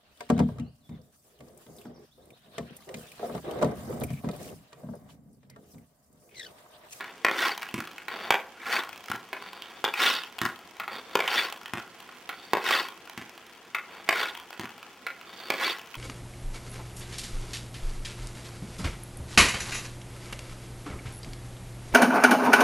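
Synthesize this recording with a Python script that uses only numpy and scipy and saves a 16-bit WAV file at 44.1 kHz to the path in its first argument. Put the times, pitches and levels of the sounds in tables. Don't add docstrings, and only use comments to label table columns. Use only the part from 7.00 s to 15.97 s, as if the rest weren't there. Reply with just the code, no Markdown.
import sys
import numpy as np
from scipy import signal
from scipy.fft import rfft, irfft
from scipy.io import wavfile

SR = 44100
rng = np.random.default_rng(int(sys.argv[2]) if len(sys.argv) > 2 else 0)


def dump(signal):
    limited = np.clip(np.atleast_2d(signal).T, -1, 1)
    pcm = np.round(limited * 32767).astype(np.int16)
    wavfile.write(sys.argv[1], SR, pcm)


N = 395577
TIME = np.arange(N) / SR
HZ = np.fft.rfftfreq(4096, 1 / SR)

# (time [s], level [dB], weight [dB], tone [Hz])
CLAPS = [(0.247, -10, -5.5, 2118), (0.312, -20.5, -1, 940), (1.305, -5.5, -12, 1500), (2.841, -15, -6, 720),
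         (2.848, -16, -23, 3360), (2.938, -18, -37, 2560), (4.153, -9.5, -5.5, 1080),
         (4.203, -16, -12, 2230), (4.277, -16, -28, 2970), (5.533, -11.5, -0.5, 900),
         (5.708, -14, -14.5, 1140), (7.078, -36, -8, 1790), (7.089, -7, -13, 2140), (8.502, -11, -6, 1080)]
# (hardest push [s], level [dB], rise [s], fall [s], relative bite [dB])
SWEEPS = [(0.452, -26, 0.17, 0.11, -4.5), (1.75, -26, 0.14, 0.1, -8.5), (3.04, -23.5, 0.1, 0.19, 1.5),
          (4.379, -27.5, 0.19, 0.14, -3), (5.726, -26, 0.14, 0.16, -1), (7.192, -29.5, 0.11, 0.15, -3.5),
          (8.655, -28, 0.11, 0.13, -2.5)]
# (time [s], level [dB], weight [dB])
THUMPS = [(0.741, -22, 4), (2.1, -25.5, 1), (3.415, -17, -1), (4.735, -23, 3), (6.176, -27.5, 0.5),
          (7.595, -26, 2)]
# (time [s], level [dB], weight [dB], tone [Hz])
TAPS = [(0.007, -23.5, -12, 1440), (1.082, -21, -10, 850), (2.329, -20, -8, 1100), (3.798, -18, -20, 1330),
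        (3.878, -23.5, -14, 1010), (5.291, -18.5, -13.5, 1330), (6.747, -15.5, -16.5, 2300),
        (8.066, -18.5, -13.5, 2050)]
# (time [s], level [dB], tone [Hz])
SKIPS = [(0.042, -30, 1720), (0.577, -37, 2200), (0.62, -25.5, 2320), (0.629, -22, 1920),
         (0.688, -30, 2900), (0.803, -21.5, 1700), (0.873, -28.5, 1200), (0.981, -28, 2280),
         (1.835, -26, 1430), (1.929, -35, 2260), (2.083, -28.5, 1400), (2.115, -19.5, 1420),
         (2.423, -31, 750), (2.531, -28.5, 1000), (2.621, -27.5, 3300), (3.235, -27, 3080),
         (3.388, -22.5, 3080), (3.451, -18, 1470), (3.461, -24, 1720), (4.613, -32, 1300),
         (4.658, -26, 2920), (4.798, -30, 1430), (5.09, -36, 1270), (6.074, -36, 1190), (7.528, -31, 1150),
         (7.35, -27, 3240), (7.655, -29, 1400), (7.828, -31, 1140), (8.212, -33, 1500), (8.793, -30, 3000),
         (8.942, -29, 2400)]
# (leaves the blade [s], stops [s], starting level [dB])
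TRIPS = [(0.55, 1.07, -16.5), (1.85, 2.32, -18.5), (3.225, 3.79, -17.5), (4.5, 5.28, -15.5),
         (5.88, 6.74, -20), (7.34, 8.05, -18.5), (8.785, 8.97, -18)]
# (start [s], end [s], level [dB], level change [dB], relative rasp [dB])
SLIDES = [(0.002, 0.1, -42.5, -4.5, -16), (1.132, 1.285, -37.5, -1.5, -10.5), (2.4, 2.778, -49.5, 2, -7.5),
          (3.93, 3.972, -39, 0.5, -8), (4.05, 4.152, -52.5, 8.5, -6.5), (5.365, 5.602, -54.5, 1, -2),
          (6.92, 6.987, -46.5, 2, -12), (8.292, 8.576, -49, 8, -4)]

# (frequency [Hz], gain [dB])
CLAP_EQ = [(35, -45), (60, -31), (140, -8.5), (380, 3), (1780, -8.5), (2300, -5), (2970, -12.5), (3580, -8),
           (4030, -17.5), (4530, -8.5), (4970, -10), (5720, -11.5), (11800, -20.5), (13900, -13),
           (16000, -22)]
SWEEP_EQ = [(60, -32), (140, -22), (250, -6.5), (600, -3), (1100, 0.5), (2300, 6), (3000, 0.5), (3650, 0.5),
            (4600, -9), (5200, -12), (7000, -24.5), (12500, -29), (15500, -26.5)]
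THUMP_EQ = [(30, -20), (60, -12), (110, 1), (200, 2), (340, 1.5), (480, -13), (1000, -5.5), (2000, -6.5),
            (3500, -13), (7000, -24), (16000, -30)]
TAP_EQ = [(60, -19), (400, 8), (1050, -0.5), (1700, 0.5), (2300, 1.5), (3000, -7.5), (3700, -1.5),
          (4600, -11.5), (5500, -16.5), (8000, -18.5), (16000, -17)]
SKIP_EQ = [(60, -42), (300, -26), (900, 4.5), (1600, 2.5), (3300, 0), (5000, -6.5), (8000, -14),
           (16000, -14.5)]
ROCK_EQ = [(60, -19), (300, -13.5), (900, 5.5), (1600, -1.5), (3200, 0), (5000, -7.5), (8000, -18),
           (16000, -15)]
SLIDE_EQ = [(80, -22), (200, -8), (420, -3), (1100, 0), (2000, -4), (3000, -5), (3550, 2), (4000, -7),
            (4550, -1), (5100, -13), (7000, -21), (12500, -24), (15500, -18)]
AIR_EQ = [(18, -61), (30, -19), (118, -11.5), (153, -4.5), (227, -6), (295, -1), (336, -1), (394, -5),
          (426, -4), (600, -9), (684, -5), (3140, -10.5), (3580, -14), (16000, -37)]
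# (frequency [Hz], width [Hz], gain [dB])
BLADE_MODES = [(365, 130, 3), (832, 45, 2), (1080, 150, 2.5), (1439, 88, 6.5), (1910, 71, 1),
               (2290, 170, 0), (2570, 105, 4.5), (3600, 430, -5), (3960, 180, 2), (14900, 880, 3)]
# (frequency [Hz], width [Hz])
RIM_MODES = [(3050, 180), (3530, 125), (3720, 71), (4550, 150), (5600, 140)]

# (delay [s], level [dB])
PLAYER_ECHOES = [(0.018, -10), (0.0368, -8.5), (0.048, -16)]
REBOUNDER_ECHOES = [(0.018, -9), (0.038, -5), (0.046, -6)]
# (frequency [Hz], time to fall 60 dB [s])
RINK_DECAY = [(100, 0.1), (400, 0.63), (1500, 0.46), (4000, 0.14), (12000, 0.46)]
# (frequency [Hz], gain [dB])
SIDE_EQ = [(60, -13), (200, -26), (500, -18), (1400, -15), (2800, -11.5), (5000, -6), (9000, -4),
           (14000, -8)]
# (frequency [Hz], width [Hz], gain [dB])
CAMERA_DIPS = [(147.3, 21, -10), (3890, 156, -8), (4300, 108, -7), (4950, 280, -2.5)]


def blade_claps():
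    return hits(CLAPS, curve(CLAP_EQ) + 0.51 * bells(BLADE_MODES), PLAYER_ECHOES, scatter_db=-11.5,
                body_db=20.5, snap_db=-18.5, tone_db=3, chatter=1.37, chatter_s=0.0031)


def blade_sweeps():
    grains = grit(per_s=3500, spread_db=2.5) * amp(2.18 * wander(hz=131))
    crunch = equalise(grains, curve(SWEEP_EQ) + bells(BLADE_MODES))
    pressure, bite, edge = np.zeros((3, N))
    for peak_s, db, rise_s, fall_s, bite_db in SWEEPS:
        push_db = swell(peak_s, rise_s, fall_s)
        late_db = swell(peak_s + 0.0073, rise_s, fall_s)
        pressure += amp(db + push_db)
        bite += amp(db + 1.04 * late_db + bite_db)
        edge += amp(db + push_db - 12.5 + 0.32 * bite_db)
    body = band(crunch, 45, 2280)
    body = unit_rms(body + 0.5 * singing(body, BLADE_MODES[:7], rate_hz=30, steady=0.1))
    rasp = band(equalise(crunch, 0.5 * bells(BLADE_MODES)), 2563, 5680)
    rasp = unit_rms(rasp + 0.8 * singing(rasp, RIM_MODES[1:], rate_hz=25, steady=0.6))
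    sand = band(crunch, 5800, 15700)
    return amp(2) * pressure * body + amp(1) * bite * rasp + edge * sand


def rebounder_thumps():
    cues = [(s, db, weight_db, 1500) for s, db, weight_db in THUMPS]
    return hits(cues, curve(THUMP_EQ), REBOUNDER_ECHOES, scatter_db=-4,
                body_db=18, snap_db=-10.5, tone_db=0, chatter=1, chatter_s=0.0036)


def blade_taps():
    knock = hits(TAPS, curve(TAP_EQ) + bells(BLADE_MODES), PLAYER_ECHOES, scatter_db=-10,
                 body_db=17.5, snap_db=-17.5, tone_db=-1.3, chatter=1.66, chatter_s=0.0065)
    t = np.arange(SR // 4) / SR
    ring = sum(np.sin(2 * np.pi * hz * t) for hz, _, _ in BLADE_MODES[3:5]) * amp(-60 * t / 0.093)
    return knock + amp(-26) * convolve(knock, unit_energy(ring))


def puck_skips():
    cues = [(s, db, -13 - 15 * np.log2(hz / 1400), hz) for s, db, hz in SKIPS]
    return hits(cues, curve(SKIP_EQ) + bells(BLADE_MODES), PLAYER_ECHOES, scatter_db=-17.5,
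                body_db=17, snap_db=-14, tone_db=-0.5, chatter=1.4, chatter_s=0.0031)


def puck_rocking(rocks_per_s=25, settle_db_per_s=19, spread_db=5.5, spots=5, chatter_s=0.002):
    rocks = np.cumsum(rocks_per_s * amp(4 * wander(hz=25.43))) / SR
    level = sum(amp(db - settle_db_per_s * np.maximum(TIME - start, 0)) * gate(start, end, fade_s=0.011)
                for start, end, db in TRIPS)
    accents = amp(spread_db * np.clip(rng.standard_normal(N), -2, 2))
    landings = np.diff(np.floor(rocks), prepend=0) * level * accents
    spot = rng.integers(0, spots, N)
    t = np.arange(512) / SR
    contacts = rng.standard_normal((spots, len(t))) * np.exp(-t / chatter_s)
    ticks = sum(convolve(landings * (spot == k), unit_energy(contacts[k])) for k in range(spots))
    ring = unit_energy(impulse(curve(ROCK_EQ) + 0.5 * bells(BLADE_MODES)))
    return convolve(convolve(ticks, ring), boards(PLAYER_ECHOES, scatter_db=-20))


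def puck_slides():
    grains = grit(per_s=2500, spread_db=5) * amp(1.3 * wander(hz=44))
    crunch = equalise(grains, curve(SLIDE_EQ))
    whisper = amp(-0.5) * band(crunch, 78, 2770)
    rasp = band(crunch, 2630, 21400)
    rasp = amp(2.5) * unit_rms(rasp + 0.5 * singing(rasp, RIM_MODES[1:], rate_hz=20, steady=0.8))
    out = np.zeros(N)
    for start, end, db, change_db, rasp_db in SLIDES:
        fader = amp(np.interp(TIME, [start, end], [db, db + change_db]))
        out += fader * gate(start, end, fade_s=0.056) * (whisper + amp(rasp_db) * rasp)
    return out


def hits(cues, eq, echoes, scatter_db, body_db, snap_db, tone_db, chatter, chatter_s):
    out, t = np.zeros(N), np.arange(2048) / SR
    zones = [HZ < 700, (HZ >= 700) & (HZ < 4000), HZ > 5000]
    average_db = np.mean([cue[1] for cue in cues])
    landing = np.minimum(t / 0.001, 1) ** 2
    low_cut = signal.butter(2, 600, "high", fs=SR)
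    for s, db, weight_db, tone_hz in cues:
        tone_bump = np.exp(-(np.log2((HZ + 1) / tone_hz) / 0.32) ** 2)
        colour = eq + (tone_db - 0.39 * weight_db) * tone_bump
        top_db = snap_db + 0.19 * (db - average_db)
        zone_db = [10 * np.log10(np.mean(amp(colour) ** 2 * zone)) for zone in zones]
        low, mid, high = body_db + np.array([weight_db, 0, top_db]) - zone_db
        colour += curve([(450, low), (900, mid), (3800, mid), (6000, high)])
        burst = unit_energy(rng.standard_normal(len(t)) * landing * np.exp(-t / chatter_s))
        contact = signal.lfilter(*low_cut, chatter * burst)
        contact[np.argmax(landing)] += 1
        hit = amp(db) * signal.fftconvolve(unit_energy(contact), impulse(colour))
        add(out, s, signal.fftconvolve(hit, boards(echoes, scatter_db)))
    return out


def swell(peak_s, rise_s, fall_s, depth_db=23.5):
    away = np.maximum((peak_s - TIME) / rise_s, (TIME - peak_s) / fall_s)
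    return -depth_db * np.minimum(away, 10) ** 1.68


def grit(per_s, spread_db):
    size = amp(spread_db * np.minimum(rng.exponential(1, N), 4))
    return unit_rms(size * rng.choice([-1, 1], N) * (rng.random(N) < per_s / SR))


def singing(x, modes, rate_hz, steady):
    return unit_rms(sum(resonate(x, hz, width) * (steady + wander(rate_hz)) for hz, width, *_ in modes))


def boards(echoes, scatter_db):
    t = np.arange(SR // 5) / SR
    cloud = rng.standard_normal(len(t)) * (rng.random(len(t)) < 2500 / SR)
    envelope = np.clip(t / 0.002 - 0.5, 0, 1) * np.exp(-(t / 0.086) ** 2)
    reflections = amp(scatter_db) * unit_energy(cloud * envelope)
    for delay_s, db in echoes:
        add(reflections, delay_s + rng.uniform(-0.0005, 0.0005), amp([db]))
    paths = equalise(reflections, curve([(60, -4), (250, 0), (2200, 0), (5000, -4), (16000, -7)]))
    corner = unit_energy(rng.standard_normal(len(t)) * np.exp(-((t - 0.033) / 0.015) ** 2))
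    paths += amp(-5.5) * resonate(corner, hz=1650, width_hz=260)
    paths[0] += 1
    return paths


def rink_reverb(x, tail_db):
    noise = rng.standard_normal(SR) * np.minimum(np.arange(SR) / SR / 0.017, 1)
    hz, age, spectrum = signal.stft(noise, SR, nperseg=256)
    decay = amp(-60 * age / curve(RINK_DECAY, hz)[:, None])
    tail = signal.istft(spectrum * decay, SR, nperseg=256)[1]
    return x + amp(tail_db) * convolve(x, unit_energy(tail))


def outdoor_air():
    hiss = equalise(rng.standard_normal(N), curve(AIR_EQ)) * amp(0.5 * wander(hz=7.2))
    crackle = equalise(grit(per_s=120, spread_db=2.5), curve(SKIP_EQ))
    return amp(-51) * unit_rms(hiss) + amp(-60) * unit_rms(crackle)


def amp(db):
    return 10 ** (np.asarray(db) / 20)


def unit_rms(x):
    return x / np.sqrt(np.mean(x ** 2) + 1e-20)


def unit_energy(x):
    return x / np.linalg.norm(x)


def add(mix, s, sound):
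    part = mix[max(round(s * SR), 0):][:len(sound)]
    part += sound[:len(part)]


def gate(start, end, fade_s):
    return np.interp(TIME, [start - fade_s, start, end, end + fade_s], [0, 1, 1, 0])


def wander(hz):
    return unit_rms(irfft(rfft(rng.standard_normal(N)) * (np.fft.rfftfreq(N, 1 / SR) < hz), N))


def curve(points, hz=HZ):
    f, value = np.transpose(points)
    return np.interp(np.log(hz + 1), np.log(f + 1), value)


def bells(peaks):
    return sum(db / (1 + (2 * (HZ - hz) / width) ** 2) for hz, width, db in peaks)


def impulse(db):
    log_gain = np.log(amp(np.maximum(db, db.max() - 100)))
    mirrored = np.concatenate([log_gain, log_gain[-2:0:-1]])
    return irfft(np.exp(signal.hilbert(mirrored).conj())[:len(HZ)])


def convolve(x, response):
    return signal.oaconvolve(x, response)[:len(x)]


def equalise(x, db):
    return convolve(x, impulse(db))


def resonate(x, hz, width_hz):
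    return signal.lfilter(*signal.iirpeak(hz, hz / width_hz, SR), x)


def band(x, lo_hz, hi_hz):
    return unit_rms(signal.sosfilt(signal.butter(5, [lo_hz, hi_hz], "band", fs=SR, output="sos"), x))


def scene():
    player = blade_claps() + blade_taps() + puck_skips() + blade_sweeps() + puck_slides() + puck_rocking()
    play = rink_reverb(player, tail_db=-14.5) + rink_reverb(rebounder_thumps(), tail_db=-12.5)
    air = outdoor_air()
    shimmer = (amp(-3) * play + amp(4) * air) * wander(hz=90)
    side = equalise(shimmer, curve(SIDE_EQ))
    return np.array([play + air + side, play + air - side])


def record(dry):
    ceiling, motor_hz, top_hz = 0.6, 300, 16100
    rounded = ceiling * np.tanh(dry / ceiling)
    comb = [np.concatenate(signal.iirnotch(hz, hz / 38, SR)) for hz in motor_hz * np.arange(1, 13)]
    low_cut = signal.butter(2, 55, "high", fs=SR, output="sos")
    notched = signal.sosfilt(np.vstack([comb, low_cut]), rounded)
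    dipped = np.array([equalise(channel, bells(CAMERA_DIPS)) for channel in notched])
    high_cut = signal.firwin(511, top_hz, window=("kaiser", 9), fs=SR)
    return signal.oaconvolve(dipped, high_cut[None], "same")


dry = scene()
out = record(dry)
dump(out)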